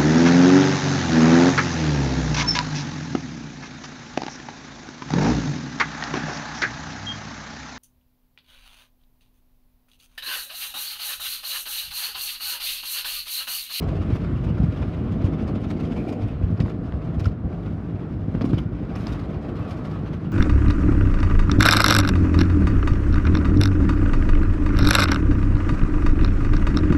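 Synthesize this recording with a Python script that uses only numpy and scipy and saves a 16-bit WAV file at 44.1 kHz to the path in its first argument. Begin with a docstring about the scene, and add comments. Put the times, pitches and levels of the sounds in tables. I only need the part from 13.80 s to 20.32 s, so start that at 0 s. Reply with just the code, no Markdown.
"""Wet cloth drumming on the body panels over the drone of machinery, inside a car in an automatic wash.
Water sprays on the glass, and cloth slaps, squeaks, pops and cracks against it; heavy thuds ring the panels.
Noise shaped by tone colour makes the drone, spray, scrubbing and slaps; ringing resonances make the
drumming, thuds, squeaks, pops and cracks. The closed cabin makes it all dull and boomy.
"""
import sys
import numpy as np
from scipy import signal
from scipy.fft import rfft, irfft
from scipy.io import wavfile
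from scipy.ndimage import uniform_filter1d

SR = 44100
rng = np.random.default_rng(int(sys.argv[2]) if len(sys.argv) > 2 else 0)


def generate_wav(signal):
    """Clip the signal to [-1, 1] and save it as 16-bit WAV at the path in sys.argv[1]."""
    frames = np.transpose(np.atleast_2d(signal))
    scaled = np.clip(frames, -1, 1) * 32767
    pcm = np.round(scaled).astype(np.int16)
    wavfile.write(sys.argv[1], SR, pcm)


N = 287532

# how hard the wash works over time; spray gets 3 dB more in spray():
# time_s, panel_drumming_db, cabin_boom_db, roar_db, spray_db, spray_treble_lift_db
WASH_STRENGTH = [(0.0, -29.5, -21.5, -36, -51.5, 4), (0.35, -26.5, -27.5, -40.5, -52, 1),
                 (0.7, -25.5, -22.5, -45, -54, 2.5), (1.05, -28, -30, -41.5, -53, 3.5),
                 (1.45, -24.5, -28.5, -39.5, -55.5, 2), (1.7, -25.5, -27, -40.5, -50.5, -9),
                 (1.9, -25, -31, -42.5, -57.5, 1), (2.05, -25.5, -30, -38.5, -58.5, 2),
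                 (2.2, -25.5, -34, -37, -54.5, 9), (2.35, -30, -34.5, -34, -58, 5),
                 (2.45, -30.5, -26.5, -41.5, -55, -1), (2.6, -30.5, -26.5, -43, -53, -1.5),
                 (2.8, -26, -31.5, -42.5, -56, 1), (3.15, -32.5, -28.5, -42.5, -55, 0),
                 (3.4, -27, -25.5, -42, -54, -4), (3.55, -32.5, -31.5, -44, -55.5, -7.5),
                 (3.85, -30, -29.5, -40.5, -57.5, 6.5), (4.15, -28, -37.5, -42, -56.5, 0.5),
                 (4.4, -31.5, -29, -41, -56.5, 4.5), (4.68, -24.5, -31.5, -40.5, -56, 6),
                 (4.9, -29, -32.5, -49, -54, -4), (5.1, -29, -27.5, -39.5, -53.5, 1),
                 (5.3, -30.5, -28.5, -41.5, -50, 3.5), (5.6, -30.5, -34, -38, -51.5, -5),
                 (5.85, -28.5, -35, -42, -50.5, -2), (6.15, -29.5, -32, -42, -52, 0),
                 (6.52, -28.5, -34, -43, -56, 2)]
# where the cloth lands: time_s, small_stiff_panels_over_large_ones_db
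PANEL_BALANCE = [(0, 0.5), (.8, -3.5), (1.3, 3.5), (1.9, -1), (2.1, 3.5), (2.35, 8), (2.55, -1),
                 (3.4, -1.5), (4.1, -2.5), (4.6, -1.5), (5.1, 1.5), (5.7, 1.5), (6.1, -2), (6.52, -4)]
# resonances of the panels and cabin air: pitch_hz, relative_level_db, time_to_fall_60_db_s
PANEL_RINGS = [(52.7, -6, 0.18), (75, -2, 0.084), (101.7, -1, 0.15), (129, -2, 0.083), (162.6, -2.5, 0.15),
               (207, -2, 0.079), (253, -5, 0.08), (294.5, -6, 0.095), (352.5, -9, 0.081),
               (491.5, -16.5, 0.051), (630, -18, 0.047)]
# tone colour of the machinery: frequency_hz, relative_level_db
DRONE_COLOUR = [(150, -28.5), (250, -12.5), (298, 2), (375, -11.5), (398, -6.5), (525, -16.5), (563, -19.5),
                (620, -12.5), (665, -14.5), (770, -15), (983, -27.5), (1460, -31), (4000, -55), (5200, -76),
                (8800, -120)]
# pump tone: pitch_hz, average_level_db
PUMP_TONES = [(619, -61.5)]
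# tone colour of water on the glass: frequency_hz, relative_level_db
SPRAY_COLOUR = [(710, -7), (1200, -0.5), (1310, -2.5), (1420, -5.5), (1720, -10.5), (2000, -12.5),
                (2400, -18), (2800, -20), (3200, -22.5), (4300, -27.5), (5000, -29), (5500, -32.5),
                (5990, -36.5), (13700, -47), (15000, -58.5)]
# tone colour of slaps heard through the glass: frequency_hz, relative_level_db
GLASS_COLOUR = [(290, -23), (500, -3), (835, -12.5), (1080, -11), (1400, -14), (1720, -18.5), (2050, -19),
                (2330, -16), (3140, -20.5), (3570, -21.5), (4300, -26.5), (5050, -26), (5800, -30.5),
                (7800, -39), (12500, -45), (15000, -53.5)]
# wet slaps on the glass; slaps() lowers every level by 11.5 dB:
# hit_s, level_db, treble_tilt_db_per_octave
GLASS_SLAPS = [(0.0233, -39, -3), (0.0852, -38.5, -1.5), (0.1555, -41, -1), (0.2174, -38.5, -2),
               (0.2997, -37, -1.5), (0.315, -42, -3), (0.3346, -40.5, -5), (0.3541, -37, 0.5),
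               (0.4424, -39.5, -4), (0.5707, -49.5, 0), (0.6205, -53, 1), (0.6424, -38.5, -2),
               (0.6883, -43, -3), (0.7811, -39, -3), (0.839, -40, -1), (0.9219, -41.5, -2.5),
               (0.9687, -40.5, -2.5), (1.024, -36, -3.5), (1.0731, -48, -2), (1.1334, -42, -5),
               (1.1707, -45, -6), (1.3254, -39, -2.5), (1.4187, -38, -4.5), (1.4492, -39, 0),
               (1.465, -38, -2.5), (1.5334, -39.5, -3.5), (1.5953, -40, -3.5), (1.6202, -42.5, -1),
               (1.6796, -39, -1.5), (1.755, -40.5, -3), (1.8094, -44.5, 1.5), (1.84, -38.5, -3),
               (1.8871, -43, 0), (1.9031, -31.5, -1), (1.9734, -41.5, -2), (2.0014, -36, -1.5),
               (2.0328, -41, -2), (2.0502, -39.5, -1.5), (2.1186, -38, -2), (2.168, -36.5, -2.5),
               (2.2494, -48, 1), (2.2887, -38, 1.5), (2.3256, -33, 0), (2.3965, -46, -2),
               (2.4189, -36.5, -1), (2.4788, -47, 1), (2.7128, -51, 3.5), (2.804, -30.5, -1),
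               (2.8579, -43.5, 0), (2.8814, -48, 0), (2.899, -40.5, -3), (3.045, -48, -1.5),
               (3.2191, -45, -6.5), (3.25, -46, -1.5), (3.3418, -45.5, -0.5), (3.4, -38.5, 0),
               (3.447, -38.5, 2.5), (3.457, -38.5, 0), (3.486, -50, -2), (3.858, -43.5, -3.5),
               (4.1899, -48, -4), (4.5486, -42.5, -4), (4.617, -34, -2.5), (4.652, -36, 0.5),
               (4.695, -40, -0.5), (4.738, -36, -1), (4.7674, -44, -2), (4.785, -36, -0.5),
               (5.1592, -34, -1.5), (5.185, -44, 2), (5.204, -43, 2), (5.221, -44, 1), (5.24, -44, 1),
               (5.277, -34.5, 0.5), (5.298, -53, 3), (5.3253, -35.5, 2.5), (5.3916, -41.5, -1),
               (5.445, -43.5, -1.5), (5.505, -50, 2), (5.62, -46.5, -1), (5.65, -41, -4), (5.69, -56, 5),
               (5.76, -46.5, 2), (5.81, -42, -5), (5.84, -60, 7), (5.8887, -44, 3), (5.912, -34.5, 0.5),
               (5.9705, -42, 0), (6.0516, -40.5, -0.5), (6.1105, -43, 0.5), (6.225, -48, -4),
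               (6.2682, -42, -1.5), (6.336, -37, -2)]
# squeaks of wet cloth dragging on the glass; level is lowered by 5 dB in squeaks_and_pops():
# loudest_s, pitch_hz, level_db, half_of_full_length_s
CLOTH_SQUEAKS = [(0.028, 2900, -56, 0.029), (0.197, 2830, -56, 0.06), (0.414, 2750, -61, 0.033),
                 (0.569, 2730, -55, 0.034), (0.697, 2830, -52.5, .04), (2.184, 2390, -48.5, 0.053),
                 (2.29, 2410, -49, 0.039), (2.485, 2590, -54, 0.038), (5.425, 4180, -66, 0.067),
                 (5.48, 2780, -66, 0.06), (5.777, 4180, -64, 0.064)]
# strip ends popping on the glass, lowered by the same 5 dB:
# loudest_s, pitch_hz, level_db, half_of_full_length_s
STRIP_POPS = [(1.032, 2570, -43.5, 0.0071), (2.124, 2670, -45, 0.0071), (2.281, 593, -30, 0.0073),
              (2.776, 5000, -59, .005), (2.807, 2500, -38, .005), (2.811, 1030, -41, 0.006),
              (2.824, 5080, -55, 0.0065), (3.397, 5200, -51, 0.0042), (3.457, 5280, -44.5, 0.0069),
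              (3.459, 1380, -29, 0.0073), (3.468, 606, -34.5, 0.0082), (3.486, 4500, -54, 0.0033),
              (4.62, 4870, -46.5, 0.0073), (4.784, 3280, -39.5, 0.012), (5.157, 5240, -49, 0.0059),
              (5.27, 960, -38, 0.0057), (5.27, 4970, -37.5, 0.004), (5.795, 13000, -67, .004)]
# heavy blows of cloth on the panels: start_s, peak_db, strongest_panel_pitch_hz
HEAVY_BLOWS = [(0.05, -15.5, 73.5), (0.073, -16, 88), (0.202, -15, 105), (0.324, -8, 94),
               (0.525, -11.5, 86), (0.56, -15.5, 125), (0.62, -16, 131), (0.799, -9, 153),
               (0.835, -8.5, 155), (0.883, -12, 98), (0.967, -19, 113), (1.008, -12, 100), (1.021, -19, 86),
               (1.078, -19, 150), (1.175, -20, 105), (1.406, -17, 99), (1.44, -7, 108), (1.624, -12.5, 118),
               (2.038, -13.5, 96), (1.7, -17.5, 265), (1.762, -13.5, 217), (1.915, -28, 370),
               (2.194, -24, 235), (2.632, -10, 79), (2.665, -16, 107), (2.722, -17.5, 94),
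               (2.8, -12.5, 300), (2.836, -16, 240), (2.801, -6, 144), (2.834, -11, 105),
               (3.138, -14.5, 84), (3.365, -14, 81.5), (3.414, -13.5, 107), (3.453, -13, 79.5),
               (3.466, -8, 100), (3.64, -14, 75.5), (4.138, -15, 103), (4.549, -9.5, 253),
               (4.573, -15, 188), (4.611, -19.5, 485), (4.615, -12.5, 242), (4.643, -7, 253),
               (4.698, -13, 228), (4.715, -13.5, 300), (4.731, -6, 270), (4.734, -28, 480),
               (4.737, -7.5, 121), (4.623, -15, 250), (4.773, -13, 260), (4.751, -24, 131),
               (4.858, -14, 123), (5.114, -23, 89.5), (5.163, -19, 300), (5.229, -16, 201),
               (5.267, -19, 250), (5.289, -18, 95), (5.563, -16.5, 79.5), (5.798, -16.5, 93),
               (6.115, -19, 152)]
# sharp, toneless cracks: start_s, centre_hz, peak_db, width_as_share_of_centre
STRIP_CRACKS = [(1.029, 1200, -25, .9), (1.03, 4500, -41, 1.2), (1.903, 3000, -38, 1.5),
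                (2.272, 800, -30, .8), (2.795, 1300, -24, .8), (2.803, 2200, -23, 1.6),
                (2.808, 2500, -29, 1.5), (2.822, 3500, -38, 1.5), (2.86, 1210, -26, 1.1),
                (2.882, 1500, -28, 0.7), (2.898, 3500, -32, 0.95), (2.903, 1200, -32, .9),
                (3.123, 1820, -28, .8), (3.397, 4530, -32, 1.4), (3.403, 3500, -30, 1.5),
                (3.445, 3700, -33, .5), (4.55, 1500, -24, 1.3), (4.556, 2000, -32, 1.5),
                (4.611, 1300, -18.5, 1.4), (4.619, 4500, -36, 0.95), (4.643, 1100, -23, 1.4),
                (4.653, 4000, -36, 0.89), (4.732, 3500, -33, 1.1), (4.735, 1000, -20.5, 1.1),
                (4.783, 3500, -30, .9), (5.16, 1610, -22.5, .8), (5.161, 5500, -34, 1.3),
                (5.269, 2200, -23, 1.7), (5.27, 5000, -34, .7), (5.759, 1500, -35, 1.1),
                (6.049, 1500, -29, 1)]

# spots at or above STIFF_HZ are small and stiff; cloth lying on a panel leaves this share of its ring time
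STIFF_HZ, LARGE_RING_SHARE, STIFF_RING_SHARE = 185.0, 0.77, 0.41
WHIRR_DB, WHIRR_WANDER_DB, WANDER_PER_S = -51, 1.5, 4.6
BRIGHT_HZ = 3600  # the spray's treble starts here
# cloth scrubbing along the wet bonnet until the strips lift off it
SCRUB_DB, SCRUB_HZ, SCRUB_WIDTH_HZ, LIFTS_S, LIFT_FADE_S = -60.5, 2570, 1200, 2.7, 0.1
SLAP_FADE_S = 0.1  # time to fall 60 dB at slap level -37.5 dB
HARD_SHORTEN = 0.19  # dB of fade time lost per dB of extra slap level
KNOCK_DB, KNOCK_SCATTER_DB = 0.5, 1  # low knock in each slap
SPATTER_DB, SPATTER_S = 2.5, .003  # unevenness of the water spurts and time between their levels
# light slaps: level over the spray column (before the slap trim), its scatter, tilt per octave
LIGHT_OVER_DB, LIGHT_SCATTER_DB, LIGHT_TILT_DB = 5.5, 0.5, -4
SQUEAK_WIDTH_HZ, POP_WIDTH_SHARE = 190, 0.11  # a pop's width is a share of its pitch
CRACK_S, CRACK_GRIT = 0.0018, 1.1  # how fast the grit dies away, and its strength
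TOP_HZ = 15100


def undb(db):
    """Turn decibels into a gain."""
    return 10 ** (np.asarray(db) / 20)


def unit(x):
    """Scale to an average (rms) level of 1."""
    return x / np.sqrt(np.mean(x ** 2))


def bandpass_or_cut(x, order, hz, kind):
    """Keep one part of the frequency range with a smooth filter."""
    return signal.sosfilt(signal.butter(order, hz, kind, fs=SR, output="sos"), x)


def colour(x, points):
    """Shape the tone colour by (Hz, dB) points, joined on a log frequency scale."""
    hz = np.fft.rfftfreq(x.shape[-1], 1 / SR) + 1
    point_hz, point_db = np.transpose(points)
    db = np.interp(np.log(hz), np.log(point_hz), point_db)
    return irfft(rfft(x) * undb(db), x.shape[-1])


def walk(rate):
    """Wander at random: rate new levels per second, smoothed twice, with rms 1."""
    k = int(SR / rate)
    levels = np.repeat(rng.standard_normal(N // k + 1), k)
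    smooth = uniform_filter1d(uniform_filter1d(levels, k), k)
    return unit(smooth[:N])


def ring(force, hz, t60):
    """Let a force set off one resonance that falls 60 dB in t60 seconds."""
    pole = np.exp(2j * np.pi * hz / SR - np.log(1000) / (t60 * SR))
    return signal.lfilter([1], [1, -pole], force).imag


def add(track, s, sound):
    """Mix a sound into the track at s seconds."""
    i = max(int(s * SR), 0)
    track[i:i + len(sound)] += sound[:len(track) - i]


def drumming(db, boom_db, per_s=260.0, scatter_db=1.5, air_top_hz=120, contact_s=.003, steady=0.087):
    """Many light strips land at random spots, so each panel rings with its own share of every blow."""
    blows = (rng.random(N) < per_s / SR) * undb(scatter_db * rng.standard_normal(N))
    k = max(int(contact_s * SR), 1)
    blows = np.sqrt(k) * uniform_filter1d(blows, k)  # soft cloth presses for a moment
    groups = np.zeros((3, N))  # cabin air, large panels, small panels
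    for hz, mode_db, t60 in PANEL_RINGS:
        force = (blows + steady) * rng.standard_normal(N)
        group = int(hz > air_top_hz) + int(hz > STIFF_HZ)
        groups[group] += undb(mode_db) * ring(force, hz, t60)
    air, large, small = map(unit, groups)
    stiff_db = np.interp(np.arange(N) / SR, *np.transpose(PANEL_BALANCE))
    panels = undb(-3 - stiff_db / 2) * large + undb(-3 + stiff_db / 2) * small
    return undb(boom_db) * air + undb(db) * panels


def drone(roar_db, whirr_db, flicker_db=1.46, low_hz=409.0, split_hz=793.0):
    """Motors and gears send a low roar and a higher whirr through the body, with a faint pump tone."""
    t = np.arange(N) / SR
    tones = np.zeros(N)
    for hz, tone_db in PUMP_TONES:
        level = undb(tone_db + 0.92 * walk(3.0))
        phase = 2 * np.pi * hz * t + 1.9 * walk(8.1)  # slightly unsteady pitch
        tones += level * np.sqrt(2) * np.sin(phase)
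    noise = colour(rng.standard_normal(N), DRONE_COLOUR)
    roar = unit(bandpass_or_cut(noise, 2, [low_hz, split_hz], "band"))
    whirr = unit(bandpass_or_cut(noise, 3, split_hz, "high"))
    roar = undb(roar_db + flicker_db * walk(14)) * roar
    whirr = undb(whirr_db + flicker_db * walk(23)) * whirr
    return roar + whirr + tones


def spray(db, drops_per_s=1800.0, scatter_db=0.5, flicker_db=1.0, patches=7):
    """Dense drops set off fine resonances in each patch of glass, and passing strips break the stream."""
    stream, flow, hz = 0, 0, np.fft.rfftfreq(N, 1 / SR)
    modes_db, shift_db = 4.0, 5.0  # unevenness of the resonances, and of the flow to each patch
    for _ in range(patches):
        drops = (rng.random(N) < drops_per_s / SR) * undb(scatter_db * rng.exponential(size=N))
        water = (drops + 0.64) * rng.standard_normal(N)
        uneven = np.interp(hz, np.linspace(0, 16000, 240), rng.standard_normal(240))
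        patch = irfft(rfft(water) * undb(modes_db * uneven), N)
        share = undb(shift_db * walk(12))
        stream = stream + share * patch
        flow = flow + share ** 2
    # the water moves between patches while the whole flow stays the same
    hiss = unit(colour(stream / np.sqrt(flow), SPRAY_COLOUR))
    return undb(db + 3.0 + flicker_db * walk(9.2)) * hiss


def brighten(hiss, lift_db):
    """Split off the treble of a hiss and make it stronger or weaker."""
    treble = bandpass_or_cut(hiss, 2, BRIGHT_HZ, "high")
    bass = bandpass_or_cut(hiss, 2, BRIGHT_HZ, "low")
    return bass - treble * undb(lift_db)  # minus, as the two filters oppose each other where they meet


def scrub(flicker_db=0.5):
    """Cloth rubbing on the wet bonnet gives a broad, flickering hiss that fades as the strips lift off."""
    edges = [SCRUB_HZ - SCRUB_WIDTH_HZ / 2, SCRUB_HZ + SCRUB_WIDTH_HZ / 2]
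    hiss = unit(bandpass_or_cut(rng.standard_normal(N), 2, edges, "band"))
    fade = 1 / (1 + np.exp((np.arange(N) / SR - LIFTS_S) / LIFT_FADE_S))
    return undb(SCRUB_DB + flicker_db * walk(21)) * fade * hiss


def slaps(rows, uneven_db=4.0, trim_db=-11.5, tail_db=-15.0, tail_s=0.3, soft_rise_s=.028, sharpen=1.3,
          knock_hz=1090.0):
    """Each slap squeezes out a burst of unevenly coloured water noise; the cabin lets it trail off."""
    out, size = np.zeros(N), 8192
    t, hz = np.arange(size) / SR, np.fft.rfftfreq(size, 1 / SR) + 1
    bursts = colour(rng.standard_normal((len(rows), size)), GLASS_COLOUR)
    ripples = np.clip(rng.standard_normal((len(rows), 120)), -1.5, 1.5)
    steps = np.arange(0, size / SR + SPATTER_S, SPATTER_S)
    spatters = np.clip(rng.standard_normal((len(rows), 128)), -2, 2)
    for (s, level_db, treble_db), burst, ripple, spatter in zip(rows, bursts, ripples, spatters):
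        knock_db = KNOCK_DB + KNOCK_SCATTER_DB * ripple[0]
        tint = treble_db * np.log2(np.maximum(hz / 3000, .5))
        tint += knock_db / (1 + (hz / knock_hz) ** 4)
        tint += uneven_db * np.interp(hz, np.linspace(0, 16000, len(ripple)), ripple)
        spectrum = rfft(burst) * undb(tint)
        bright = irfft(spectrum * (hz > 1800))
        wet = irfft(spectrum) / np.std(bright)  # the bright part sets the level
        spurts = np.interp(t, steps, spatter[:len(steps)])
        wet = wet * undb(SPATTER_DB * spurts)  # the water leaves in spurts
        # hard slaps crack, soft ones swish
        rise_s = soft_rise_s * min(undb(-sharpen * (level_db + 38.5)), 1)
        rise = np.sin(np.pi / 2 * np.minimum(t / rise_s, 1)) ** 2
        t60 = SLAP_FADE_S * undb(-HARD_SHORTEN * (level_db + 37.5))
        after = np.maximum(t - rise_s, 0)
        fade = 1000 ** (-after / t60)
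        tail = undb(tail_db) * 1000 ** (-after / tail_s)
        shape = rise * (fade + tail)
        add(out, s - .75 * rise_s, undb(level_db + trim_db) * wet * shape / shape.max())
    return out


def light_slaps(spray_db, count=190):
    """List light slaps at random moments, stronger where the spray is stronger, as rows for slaps()."""
    when, size = rng.random(count), rng.standard_normal(count)
    db = spray_db[(when * N).astype(int)] + LIGHT_OVER_DB + LIGHT_SCATTER_DB * size
    return list(zip(when * N / SR, db, np.full(count, LIGHT_TILT_DB)))


def squeaks_and_pops():
    """Wet cloth sticks and slips unevenly, setting off one resonance; pops are shorter and mostly broader."""
    rows = [(s, hz, SQUEAK_WIDTH_HZ, db, length) for s, hz, db, length in CLOTH_SQUEAKS]
    rows += [(s, hz, POP_WIDTH_SHARE * hz, db, length) for s, hz, db, length in STRIP_POPS]
    out = np.zeros(N)
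    for (s, hz, width, level_db, length), slip in zip(rows, rng.standard_normal((len(rows), 16384))):
        k = min(int(2 * length * SR), 14000)
        t60 = np.log(1000) / (1.5 * np.pi * width)
        # ringing twice leaves less sound away from the pitch
        tone = ring(ring(slip, hz, t60), hz, t60)[-k:]
        tone = tone * np.sin(np.pi * np.sqrt(np.arange(k) / k)) ** 2  # quick rise, slower fall
        add(out, s - 0.51 * length, undb(level_db - 5.0) * unit(tone))
    return out


def thuds(spread_oct=0.2, push_s=0.0021):
    """A soft push rings most strongly the panels whose pitch is near that of the struck spot."""
    out, t = np.zeros(N), np.arange(SR // 2) / SR
    hz, db, t60 = (c[:, None] for c in np.transpose(PANEL_RINGS))
    push = np.hanning(int(push_s * SR) + 3)
    scatter = rng.standard_normal((len(HEAVY_BLOWS), len(PANEL_RINGS)))
    for (s, peak_db, spot_hz), side in zip(HEAVY_BLOWS, scatter):
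        nearness = np.exp(-.5 * (np.log2(hz / spot_hz) / spread_oct) ** 2)
        share = undb(db + 2.0 * side[:, None]) * nearness
        ring_share = LARGE_RING_SHARE if spot_hz < STIFF_HZ else STIFF_RING_SHARE
        fade = 1000 ** (-t / (t60 * ring_share))
        sound = (share * np.sin(2 * np.pi * hz * t) * fade).sum(0)
        sound = np.convolve(sound, push)
        add(out, s, -undb(peak_db) * sound / np.abs(sound).max())
    return out


def cracks():
    """A strip end whips the pane: one jolt and a little grit set off a broad resonance."""
    out, t = np.zeros(N), np.arange(1024) / SR
    grits = rng.standard_normal((len(STRIP_CRACKS), len(t)))
    for (s, hz, peak_db, width), grit in zip(STRIP_CRACKS, grits):
        t60 = np.log(1000) / (1.5 * np.pi * width * hz)
        fading_grit = CRACK_GRIT * grit * np.exp(-t / CRACK_S) / np.sqrt(CRACK_S * SR)
        jolt = (t == 0) + fading_grit
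        snap = ring(ring(jolt, hz, t60), hz, t60)
        add(out, s, undb(peak_db) * snap / np.abs(snap).max())
    return out


def scene():
    """Add up all the sounds that reach one microphone in the cabin."""
    s, *columns = np.transpose(WASH_STRENGTH)
    t = np.arange(N) / SR
    drum_db, boom_db, roar_db, spray_db, lift_db = (np.interp(t, s, c) for c in columns)
    whirr_db = WHIRR_DB + WHIRR_WANDER_DB * walk(WANDER_PER_S)
    machines = drone(roar_db, whirr_db)
    water = brighten(spray(spray_db), lift_db)
    cloth_on_body = drumming(drum_db, boom_db) + scrub() + thuds()
    cloth_on_glass = slaps(GLASS_SLAPS) + slaps(light_slaps(spray_db)) + squeaks_and_pops() + cracks()
    return (cloth_on_body + machines + water + cloth_on_glass)[None]


def record(dry):
    """The phone drops the deepest bass and cuts the top."""
    thin = bandpass_or_cut(dry, 4, 44.0, "high")
    return signal.sosfilt(signal.ellip(10, .2, 70, TOP_HZ, fs=SR, output="sos"), thin)


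dry = scene()
out = record(dry)
generate_wav(out)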